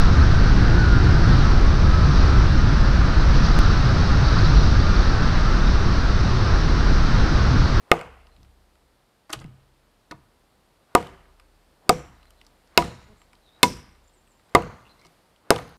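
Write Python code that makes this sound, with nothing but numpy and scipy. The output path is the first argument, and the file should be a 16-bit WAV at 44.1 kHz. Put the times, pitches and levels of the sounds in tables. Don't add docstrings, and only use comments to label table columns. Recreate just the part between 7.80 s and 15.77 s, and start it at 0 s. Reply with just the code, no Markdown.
import sys
import numpy as np
from scipy import signal
from scipy.fft import rfft, irfft
from scipy.io import wavfile
from scipy.ndimage import uniform_filter1d

SR = 44100
rng = np.random.default_rng(int(sys.argv[2]) if len(sys.argv) > 2 else 0)


def how_loud(loudness_db):
    steps = np.asarray(loudness_db, float) / 20
    return 10 ** steps


def unload_wav(signal):
    wavfile.write(
        sys.argv[1],
        SR,
        np.round(np.clip(np.atleast_2d(signal).T, -1, 1) * 32767).astype(np.int16),
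    )


N = 351477

BLOW_S = [0.1154, 3.1507, 4.0930, 4.9755, 5.8300, 6.7497, 7.7052]
# fibre crackle in dB, crackle length in ms, blade ring in dB,
# time the edge sinks before the pole takes the load in ms, woody tail in dB.
BITES = [(-7, 1.3, -34.5, 0.017, 3), (-2.5, 1.1, -30, 0.37, -1), (-3, 2.3, -30.5, 1.7, -5.5),
         (2, 1.6, -19.5, 0.75, 0.5), (-3, 3.9, -18.5, 1.3, -11.5), (-10, 2.5, -33.5, .05, 4),
         (0, 0.79, -23.5, 0.33, 3)]
# frequency in Hz, level in dB, t60 in seconds.
POLE = [(165, -23, 0.36), (282, -27.5, 0.012), (338.3, -14, .14), (435, -16, 0.032), (450, -14.5, 0.14),
        (511, -17, 0.056), (489, -21.5, 0.34), (657, -14, 0.036), (708, -9.5, 0.12), (780, -17.5, 0.12),
        (840, -10.5, 0.06), (848, -13.5, 0.033), (972, -8, 0.1), (1075, -14.5, 0.067), (1208, -3.5, 0.044),
        (1454, -10.5, 0.022), (1830, -15, 0.025), (2126, -5.5, 0.024), (2560, -7.5, 0.019),
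        (2886, -14.5, 0.019), (3600, -11, 0.017)]
# frequency in Hz, density in dB per Hz.
CRACKLE = [(710, -35), (1200, 4.5), (1760, -3), (4500, -1.5), (5250, -3.5), (6120, -18), (7210, -5),
           (9170, -9.5), (13700, -19), (16400, -31)]


def rms_one(x):
    return x / np.sqrt(np.mean(x ** 2) + 1e-20)


def at_hz(points, hz, column=1):
    points = np.array(points)
    return np.interp(np.log(hz), np.log(points[:, 0]), points[:, column])


def band(x, low_hz, high_hz, order=2):
    sos = signal.butter(order, [low_hz, min(high_hz, .45 * SR)], "band", fs=SR, output="sos")
    return signal.sosfilt(sos, x)


def colour(x, points):
    size = 4096
    hz = np.maximum(np.fft.rfftfreq(size, 1 / SR), 1)
    cepstrum = irfft(np.log(how_loud(at_hz(points, hz))))
    cepstrum[1:size // 2] *= 2
    cepstrum[size // 2 + 1:] = 0
    response = irfft(np.exp(rfft(cepstrum)))[:size // 2]
    return signal.fftconvolve(x, response / np.sqrt(np.sum(response ** 2)))[:len(x)]


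def ring(force, hz, t60):
    radius = how_loud(-60 / (max(t60, .003) * SR))
    angle = 2 * np.pi * hz / SR
    return signal.lfilter([0, np.sin(angle)], [1, -2 * radius * np.cos(angle), radius ** 2], force + 1e-18)


def add(out, piece, s):
    i = round(s * SR)
    piece = piece[max(-i, 0):N - i]
    out[max(i, 0):max(i, 0) + len(piece)] += piece


def pole_ring(force, shares_db, damping):
    out = 0
    for k, (hz, level_db, t60) in enumerate(POLE):
        hz = hz * (1 + .011 * np.clip(rng.standard_normal(), -1.5, 1.5))
        late = np.roll(force, round(1.3 * SR / hz))
        gain = how_loud(level_db + shares_db[k])
        out = out + ring(late * gain * (-1) ** k, hz, t60 / damping)
    return out


def burst(length_ms, size):
    t = np.arange(size) / SR
    snaps = rng.standard_normal(size) * how_loud(2.2 * rng.standard_normal(size))
    decay = np.exp(-(t * 1000 / max(length_ms, .3)) ** 1.3)
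    return rms_one(snaps) * np.minimum(t / 0.00018, 1) * decay


def blows():
    # pole level in dB, brightness in dB per octave,
    # side of the notch from -1 to 1, air push in dB.
    pole_blows = [(2, 2.5, -.55, 0.5), (1.5, 3, -0.075, 1), (0.4, -0.5, -0.56, -3.5), (1.5, 1.5, 1.0, -2),
                  (0, 2.5, 0.94, -6), (1, 2.5, -0.21, 0), (-1.23, 0, -.45, 1.5)]
    strike_hz = [300, 460, 720, 860, 970, 1210]
    # gain in dB near the lowest strike frequency, per blow.
    low_modes_db = [1.5, 1, -2.5, 1.5, -12.5, 2.5, 0]
    strikes = [(0.71, 9, 11, 4.5, -1.5), (-0.66, 2, -7.5, -0.5, 0.5), (-2.3, 0, 0.5, 0, -2),
               (2, 0.5, 2.5, -0.5, -3.5), (-1, 4, 3.5, 1.5, -8), (-1, -2, 0.5, -1, -0.5),
               (1.59, -1, 8.5, 0.5, -1)]
    # level in dB, frequency in Hz (the band lies 1.1 to 1.27 times higher), upper
    # modes in dB, damping of the wedged pole as a factor, steel left ringing in dB.
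    splits = [(-13, 12000, 1.5, 1.1, -2.5), (-12.5, 6900, -3.5, 1.05, -4.5), (2, 7600, -6.5, 1.5, -4),
              (3, 8000, -0.5, 0.83, -7.5), (3.5, 7500, -2.5, 1.05, -3), (-8, 9300, -3.5, 1, -3),
              (1, 8100, -3, 1.1, -2.5)]
    # frequency in Hz, gain on the far side in dB.
    far_side = [(340, 1), (460, -8.5), (630, 2.5), (720, -3), (860, -6.5), (960, 5), (1200, -10.5),
                (1430, 2)]
    # frequency in Hz, level in dB, t60 in seconds.
    blade = [(4320, -1, 0.041), (5396, -3, 0.039), (5120, 3.5, 0.036)]
    out, size = np.zeros(N), SR // 2
    t, pole_hz = np.arange(size) / SR, np.array(POLE)[:, 0]
    contact = np.exp(-((t - .0004) / 0.000084) ** 2)
    for s, blow, bite, strike_db, low_db, cleft in zip(
            BLOW_S, pole_blows, BITES, strikes, low_modes_db, splits):
        pole_db, bright_db, side, push_db = blow
        crack_db, ms, blade_db, sink_ms, _ = bite
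        split_db, split_hz, upper_db, damping, steel_db = cleft
        landing = np.transpose([[*strike_hz, 1450], [low_db, *strike_db, upper_db]])
        shares_db = pole_db + bright_db * np.log2(pole_hz / 1000) + side * at_hz(far_side, pole_hz)
        shares_db = shares_db + at_hz(landing, pole_hz)
        snaps = burst(ms, size)
        force = contact / contact.sum() + 0.11 * snaps
        push = np.sin(2 * np.pi * 450 * t) * np.exp(-(t / 0.0023) ** 2) * how_loud(push_db + 1.0)
        steel = 0
        for hz, level_db, t60 in blade:
            steel = steel + ring(snaps * .1 * how_loud(level_db + blade_db + steel_db), hz, t60)
        split = band(burst(ms * 0.37, size), split_hz * 1.1, split_hz / 0.79, order=1) * how_loud(split_db)
        add(out, how_loud(crack_db) * colour(snaps, CRACKLE) + split + steel, s)
        add(out, push + 0.48 * pole_ring(force, shares_db, damping), s + max(sink_ms, 0) / 1000)
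    return out


def grain(size):
    drift = uniform_filter1d(uniform_filter1d(rng.standard_normal(size), size=150), size=150)
    return how_loud(1.6 * rms_one(drift) - 0.9)


def scatter(levels_db):
    echo_hz = [250, 600, 1200, 2600, 5300, 10000]
    # frequency in Hz, early over late part in dB, t60 in seconds.
    woods = [(200.4, 7.5, 0.31), (360, 6.5, 0.43), (700, 10, 0.33), (1248.6, 12.5, 0.52),
             (2500, 12.5, 0.51), (5000, 8.5, 0.23), (9000, 9, 0.49), (15000, 9, 0.35)]
    t = np.arange(SR * 3 // 4) / SR
    edges_hz = 140 * 2 ** np.arange(0, 7.1, .5)
    white, out = rng.standard_normal((2, len(t))), 0
    for k, (low, high) in enumerate(zip(edges_hz, edges_hz[1:])):
        hz = np.sqrt(low * high)
        t60 = max(at_hz(woods, hz, column=2), .05)
        early = how_loud(at_hz(woods, hz) - 60 * t / (t60 * 0.17))
        air_loss_db = 6.7 * max(np.log2(hz / 9000), 0)
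        level = how_loud(at_hz(np.transpose([echo_hz, levels_db]), hz) - air_loss_db)
        patches = how_loud(1.5 * rms_one(uniform_filter1d(rng.standard_normal(len(t)), size=400)))
        far = how_loud(-9 - 9.8 * np.log2(hz / 1500) ** 2 - 60 * t / 1.35)
        out = out + rms_one(band(white[k % 2], low, high)) * patches * level * (how_loud(-60 * t / t60) + early + far)
    out = out * grain(len(t))
    return out * (1 - np.exp(-(t / .003) ** 2)) * np.cos(np.pi * t / 1.5)


def tails():
    tail_db = [-39, -34, -45.5, -47, -43, -53]
    # dB per dB of woody tail, at an echo band.
    follows_wood = [-0.91, 0.96, 0.46, -0.024, -0.68, -0.47]
    # dB per dB of blade ring, at an echo band.
    follows_blade = [0.12, 0.01, 0.01, 0.26, 0.72, .48]
    # start in seconds, centre in Hz, width in Hz, level in dB, t60 in seconds.
    blooms = [(0.117, 1290, 491, -37.5, 0.56), (.116, 468, 30.55, -45, 0.71),
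              (3.151, 380, 30.16, -46.5, 0.86), (7.705, 466, 28, -42, 0.67), (.116, 2683, 607, -46.5, 0.75),
              (3.15, 1300, 486, -44.5, 0.24), (4.095, 5730, 600, -46, 0.5), (4.093, 7350, 700, -50, 0.5),
              (4.095, 2260, 403, -45, 0.37), (4.095, 3850, 400, -54, 0.4), (4.095, 1000, 597, -52, 0.89),
              (4.975, 3200, 2997, -53.5, 0.83), (4.977, 4000, 600, -45.5, .7),
              (4.977, 6950, 700, -54, 0.81), (4.977, 5400, 1200, -47, 0.59), (4.977, 1800, 300, -52, .6),
              (4.977, 700, 347.6, -37.5, 0.32), (4.977, 8700, 2000, -50, 0.49),
              (3.152, 2960, 406.4, -50, 0.58), (3.152, 1930, 296.7, -54, 0.43),
              (5.832, 5650, 500, -41.5, 0.52), (5.833, 5100, 500, -42, 0.55),
              (5.832, 8460, 2500, -50.5, 0.36), (5.832, 653.5, 350, -40.5, .25),
              (5.832, 95.75, 50.2, -41.5, 0.43), (6.76, 4250, 770, -53.5, .7),
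              (6.76, 6300, 1400, -55.5, 0.72), (.117, 5600, 4400, -52, .5), (3.152, 5100, 4000, -52, 0.55),
              (6.76, 2275, 460, -55, 0.63), (7.706, 2300, 540, -48, 0.41),
              (7.706, 10000, 4000, -56.5, 0.74), (7.705, 6300, 900, -54.5, 0.71),
              (4.099, 160, 60, -38.5, 0.31), (3.151, 718.6, 118.5, -43.5, 0.43),
              (.116, 714, 152.4, -46, 0.78), (4.974, 1020, 122.2, -36, 0.26),
              (5.832, 980, 119.7, -42.5, 0.38), (6.75, 1137, 496, -40.5, 0.91),
              (7.704, 4160, 1500, -51, 0.94)]
    out, t = np.zeros(N), np.arange(SR * 3 // 4) / SR
    for s, (_, _, blade_db, _, wood_db) in zip(BLOW_S, BITES):
        levels_db = np.array(tail_db) + wood_db * np.array(follows_wood)
        levels_db = levels_db + (blade_db + 23) * np.array(follows_blade)
        add(out, scatter(levels_db), s)
    for s, hz, width_hz, db, t60 in blooms:
        bloom = rms_one(band(rng.standard_normal(len(t)), hz - width_hz / 2, hz + width_hz / 2))
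        decay = how_loud(db - 60 * t / max(t60, .1)) * np.minimum(t / 0.0054, 1)
        add(out, bloom * grain(len(t)) * decay, s)
    return out


def swishes():
    # centre in Hz, level in dB.
    swish_bands = [(700, -64.5), (696, -68), (430, -62.5), (900, -65.5), (800, -66), (895, -67.5),
                   (690, -65)]
    out, t = np.zeros(N), np.arange(SR // 2) / SR
    for s, (hz, db) in zip(BLOW_S, swish_bands):
        air = rms_one(band(rng.standard_normal(len(t)), hz * .5, hz * 2))
        swell = 2.6 * np.exp(-(t[::-1] / .06) ** 1.5)
        add(out, how_loud(db) * air * swell, s - len(t) / SR)
    return out


def shakes():
    # start in seconds, loose logs in dB, ground thud in dB, slow sway in dB, stand ring in dB.
    pile_shakes = [
        (0.118, -40, -39.5, -55, -49),
        (0.549, -80, -51.5, -77, -60),
        (1.529, -65, -37.5, -63, -58),
        (2.32, -60, -54.5, -67.5, -65.5),
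        (3.149, -35, -47.5, -55.5, -54),
        (4.093, -33.5, -38.5, -57, -51),
        (4.9766, -27.5, -41, -60, -54),
        (5.83, -30, -38, -61, -55),
        (6.7498, -26.5, -41, -66.5, -62),
        (7.705, -30.5, -41, -66.5, -60),
    ]
    sway_hz, sway_peak_s, stand_hz = 37.6, .38, 64.9
    out, t = np.zeros(N), np.arange(SR * 3 // 2) / SR
    for s, logs_db, thud_db, sway_db, stand_db in pile_shakes:
        knock = rms_one(band(rng.standard_normal(len(t)), 49, 190))
        knock = how_loud(logs_db) * knock * (1 - np.exp(-t / 0.0033)) * np.exp(-t / .075)
        thud = rms_one(band(rng.standard_normal(len(t)), 28, 140))
        thud = thud * np.minimum(t / 0.051, 1) * how_loud(thud_db - 60 * t / 0.65)
        swell = (t / sway_peak_s * np.exp(1 - t / sway_peak_s)) ** 2
        sway = how_loud(sway_db) * swell * np.sin(2 * np.pi * sway_hz * t)
        stand = how_loud(stand_db + 3 - 60 * t / 2.2) * np.minimum(t / .08, 1) * np.sin(2 * np.pi * stand_hz * t)
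        add(out, (knock + thud + sway + stand) * np.cos(np.pi * t / 3), s)
    return out


def light_contacts():
    # start in seconds, peak in dB, centre in Hz.
    chip_falls = [(0.564, -50.5, 2865), (0.6303, -51, 4600), (0.6477, -55, 2800), (0.9544, -51, 1857),
                  (3.27, -39, 2990), (3.598, -39.5, 2080), (4.4292, -51, 2940), (4.4546, -48.5, 1797),
                  (4.5065, -52, 3470), (4.5048, -50.5, 8340), (4.874, -56, 5000), (5.069, -45, 2100),
                  (5.229, -52.5, 2500), (4.6138, -43, 2800), (4.6485, -54, 4883), (4.6658, -45.5, 4730),
                  (5.4165, -44.5, 2530), (5.5314, -42.5, 1980), (5.5522, -52, 3920), (6.0906, -52.5, 2560),
                  (6.1495, -59.5, 4396), (6.2957, -57, 3110), (6.4757, -55.5, 2400), (6.5954, -48.5, 2100),
                  (6.6937, -46, 1100), (6.796, -45, 2270), (7.1961, -57, 4700), (7.2144, -52.5, 4680),
                  (7.257, -49, 4700), (7.2664, -47, 4796), (7.5611, -52, 2570), (7.799, -49, 13000),
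                  (7.877, -58, 11000), (7.893, -56.5, 11050)]
    # start in seconds, peak in dB, centre in Hz, share into the pole in dB.
    knock_backs = [(0.1916, -34.5, 2550, 4), (0.2118, -30, 1800, 4), (0.4687, -52.5, 3600, 6),
                   (3.2264, -36, 2106, 1), (5.0223, -22.5, 1900, 8), (6.8218, -31, 2274, -2),
                   (7.2492, -46.5, 3600, 4), (7.7607, -25.5, 2900, 8), (7.78, -36.5, 5000, 4.5),
                   (7.786, -28.5, 2300, 8.5)]
    # start in seconds, peak in dB, centre in Hz,
    # length in ms, share into the pole in dB.
    blade_taps = [(1.4945, -39.5, 1290, 4.5, 3.5), (1.503, -39, 4450, 4.4, 10),
                  (1.514, -48, 6020, 4.9, -16), (1.523, -42, 3000, 9.9, -15), (1.528, -27, 7750, 6.3, 4),
                  (1.532, -18, 3250, 4.6, -17), (1.545, -43, 3000, 13, -16), (1.5903, -45, 4000, 4.7, -11),
                  (1.599, -48, 6010, 5.3, -15), (1.61, -45, 1000, 14, 4), (1.642, -39.5, 1110, 1.6, 5),
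                  (1.661, -52, 4004, 1.7, 3), (2.312, -37, 4300, 5.1, 8), (2.315, -70, 7600, 2.8, 7),
                  (2.320, -31, 1850, 0.74, 4)]
    # frequency in Hz, gain in dB.
    hand = [(300, 6), (460, -5.5), (700, 0), (950, 0.5), (1220, -3)]
    out, size, chip_ms = np.zeros(N), SR // 5, 2.8
    chips = [(s, db, hz, chip_ms, -9) for s, db, hz in chip_falls]
    knocks = [(s, db, hz, chip_ms, pole_db) for s, db, hz, pole_db in knock_backs]
    hand_db = at_hz(hand, np.array(POLE)[:, 0])
    for s, db, hz, ms, pole_db in chips + knocks + [*blade_taps]:
        snaps = burst(ms, size)
        tick = 1.3 * band(snaps, hz * .72, hz / .72)
        wood = pole_ring(snaps / np.sqrt(ms * 44), min(pole_db, 4) + hand_db, damping=1.9)
        fade = np.hanning(2 * size)[size:]
        add(out, how_loud(db) * (tick + 0.31 * colour(snaps, CRACKLE) + wood) * fade, s)
    return out


def creaks():
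    # start in seconds, length in seconds, slips per second, level in dB.
    creak_times = [
        (5.268, .064, 212, -46),
    ]
    # frequency in Hz, level in dB, t60 in seconds.
    creak_body = [(226.4, 1.5, 0.0306), (430, -2, 0.028), (620, -1, 0.011), (1000, -9, 0.014)]
    out = np.zeros(N)
    for s, length, rate, db in creak_times:
        at = np.arange(0, length, 1 / rate)
        slips = np.zeros(SR // 5)
        time_jitter, level_jitter = rng.standard_normal((2, 40))[:, :len(at)]
        slip_db = db + 4.6 * (at / length - 2.5) - 3 * (np.arange(len(at)) % 2) + 1.5 * level_jitter
        slips[((at + .002 + .0003 * time_jitter) * SR).astype(int)] = how_loud(slip_db)
        add(out, sum(how_loud(level_db) * ring(slips, hz, t60) for hz, level_db, t60 in creak_body), s)
    return out


def drag():
    # time in seconds, pressure in dB.
    pressure = [
        (1.494, -50),
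        (1.498, -39),
        (1.524, -54),
        (1.538, -36),
        (1.56, -53),
        (1.59, -75),
        (1.62, -43),
        (1.65, -88),
        (1.69, -83),
    ]
    s, pressure_db = np.transpose(pressure)
    t = np.arange(s[0], s[-1], 1 / SR)
    grains = rng.standard_normal(len(t)) * how_loud(1.3 * rng.standard_normal(len(t)))
    speed = 0.072 + np.exp(-((t - 1.55) / 0.045) ** 2)
    rasp = rms_one(band(grains, 527, 1550)) + rms_one(band(grains, 3000, 9410)) * how_loud(-8.5) * speed
    out = np.zeros(N)
    add(out, rasp * how_loud(np.interp(t, s, pressure_db)), s[0])
    return out


def light_tap():
    # frequency in Hz, level in dB, t60 in seconds.
    free_blade = [(988, -34.5, 0.049), (1800, -28.5, .022), (4300, -33, 0.018), (1480, -36, 0.038),
                  (6100, -66, 0.026), (7600, -45, 0.035)]
    out, snaps = np.zeros(N), burst(1.6, SR // 5) * 0.13
    add(out, sum(ring(snaps * how_loud(db), hz, t60) for hz, db, t60 in free_blade), 2.3105)
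    return out


def bumps():
    # start in seconds, peak in dB, frequency in Hz, t60 in seconds.
    dull_bumps = [(0.48, -73.5, 81.1, 0.16), (0.603, -46, 72, 0.15), (0.658, -53.5, 72, 0.16),
                  (1.498, -39, 313, 0.12), (1.558, -39, 132.1, 0.86), (1.617, -45, 129.2, 0.57),
                  (1.645, -28, 163, 0.053), (1.676, -36, 127.6, 0.12), (2.21, -65, 80, 0.13),
                  (2.309, -37.5, 310, 0.15), (2.31, -38, 393, 0.063), (2.309, -34.5, 540, .06),
                  (.62, -48.5, 165, 0.079), (2.339, -44, 135, 0.17), (2.42, -52, 71.6, 0.11),
                  (5.297, -50, 110, 0.1), (5.33, -54, 108.5, 0.093), (6.359, -56, 377.5, 0.14),
                  (7.25, -54, 383, 0.16)]
    out, t = np.zeros(N), np.arange(SR // 2) / SR
    push = np.exp(-((t - .004) / 0.00052) ** 2)
    for s, db, hz, t60 in dull_bumps:
        modes = ring(push, hz, t60) + 0.33 * ring(push, hz * 1.49, t60 * 0.65)
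        add(out, how_loud(db) * modes / push.sum(), s)
    return out


def whistle(pitch_hz, db):
    flutter = rms_one(uniform_filter1d(rng.standard_normal(len(pitch_hz)), size=120))
    fade = np.hanning(len(pitch_hz)) ** 0.28 * how_loud(6.8 * np.roll(flutter, len(flutter) // 2))
    phase = 2 * np.pi * np.cumsum(pitch_hz * (1 + 0.017 * flutter)) / SR
    return how_loud(db + 2.0) * fade * np.sin(phase)


def birds():
    # start in seconds, length in seconds, first pitch in Hz, last pitch in Hz, level in dB.
    far_birds = [(0.51, 0.047, 4150, 4135, -74), (4.345, 0.041, 4190, 3510, -77),
                 (4.405, 0.036, 3900, 4127, -76), (4.44, 0.059, 4200, 4030, -78),
                 (4.525, .03, 4300, 3920, -78), (4.56, 0.049, 4050, 4030, -79),
                 (4.593, 0.019, 3500, 3580, -74), (5.196, 0.049, 7600, 7310, -82),
                 (5.366, 0.077, 7600, 7500, -73.5), (5.615, 0.054, 3964, 3800, -74),
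                 (5.661, 0.06, 3900, 3553, -70), (5.72, .07, 3800, 3850, -70),
                 (6.09, 0.11, 8240, 8070, -83), (7.043, 0.041, 2740, 2823, -67.5),
                 (7.06, 0.036, 3390, 3520, -74), (7.092, 0.039, 4090, 4080, -65.5),
                 (7.14, .1, 4086, 4070, -77), (7.17, 0.13, 2100, 2266, -72)]
    # start in seconds, length in seconds, top pitch in Hz, level in dB.
    warble = [(6.227, .035, 7870, -75.5), (6.263, .04, 7840, -72.5), (6.322, .035, 8880, -75.5),
              (6.352, 0.046, 7820, -71.5), (6.399, 0.051, 7850, -83.5), (6.464, 0.043, 8660, -77.5),
              (6.499, 0.041, 7960, -74), (6.548, .04, 7990, -77.5), (6.592, 0.032, 8120, -81),
              (6.632, 0.046, 8800, -81), (6.692, .04, 8030, -82)]
    out = np.zeros(N)
    for s, length, first_hz, last_hz, db in far_birds:
        add(out, whistle(np.linspace(first_hz, last_hz, round(length * SR)), db), s)
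    for s, length, top_hz, db in warble:
        dip = np.interp(np.linspace(0, 1, round(length * SR)), [0, .55, 1], [0, 1, 1 - .75])
        add(out, whistle(top_hz * (1 - .1 * uniform_filter1d(dip, size=200)), db), s)
    return out


def background():
    # frequency in Hz, density in dB per Hz.
    pine_air = [(35, -33.5), (60, -5.5), (140, -7.5), (793, -11), (2450, -21), (4610, -22), (6110, -29),
                (8890, -27.5), (14900, -33), (16400, -38.5)]
    # time in seconds, wind level in dB.
    gusts = [(0, -65), (.9, -66.5), (1.3, -67), (2.1, -66.5), (2.8, -66), (3.8, -65.5), (4.7, -64.5),
             (5.6, -65), (6.4, -66), (7.3, -63), (7.97, -70)]
    gust_s, gust_db = np.transpose(gusts)
    air = colour(rng.standard_normal(N + SR // 10), pine_air)[SR // 10:]
    air = air / np.std(band(air, 340, 5800)) * how_loud(np.interp(np.arange(N) / SR, gust_s, gust_db))
    rumble = rms_one(band(rng.standard_normal(N + SR), 28, 76)[SR:])
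    return air + rumble * how_loud(-75.5)


def scene():
    chops, calls = blows(), birds()
    small = light_contacts() + creaks() + drag() + light_tap()
    sent = how_loud(-12.5) * chops + small + how_loud(10.0) * calls
    echo = signal.fftconvolve(sent, scatter([-72, -61, -67.5, -65.0, -59.0, -61.5]))[:N]
    direct = chops + small + calls + swishes() + shakes() + bumps()
    return (direct + tails() + echo + background())[None]


def roll_off(x):
    return signal.sosfilt(signal.butter(12, 16510, fs=SR, output="sos"), x)


def record(dry):
    cut = signal.sosfilt(signal.cheby2(6, 40, 16900, fs=SR, output="sos"), dry)
    return roll_off(np.clip(cut, -.99, .99))


dry = scene()
out = record(dry)
unload_wav(out)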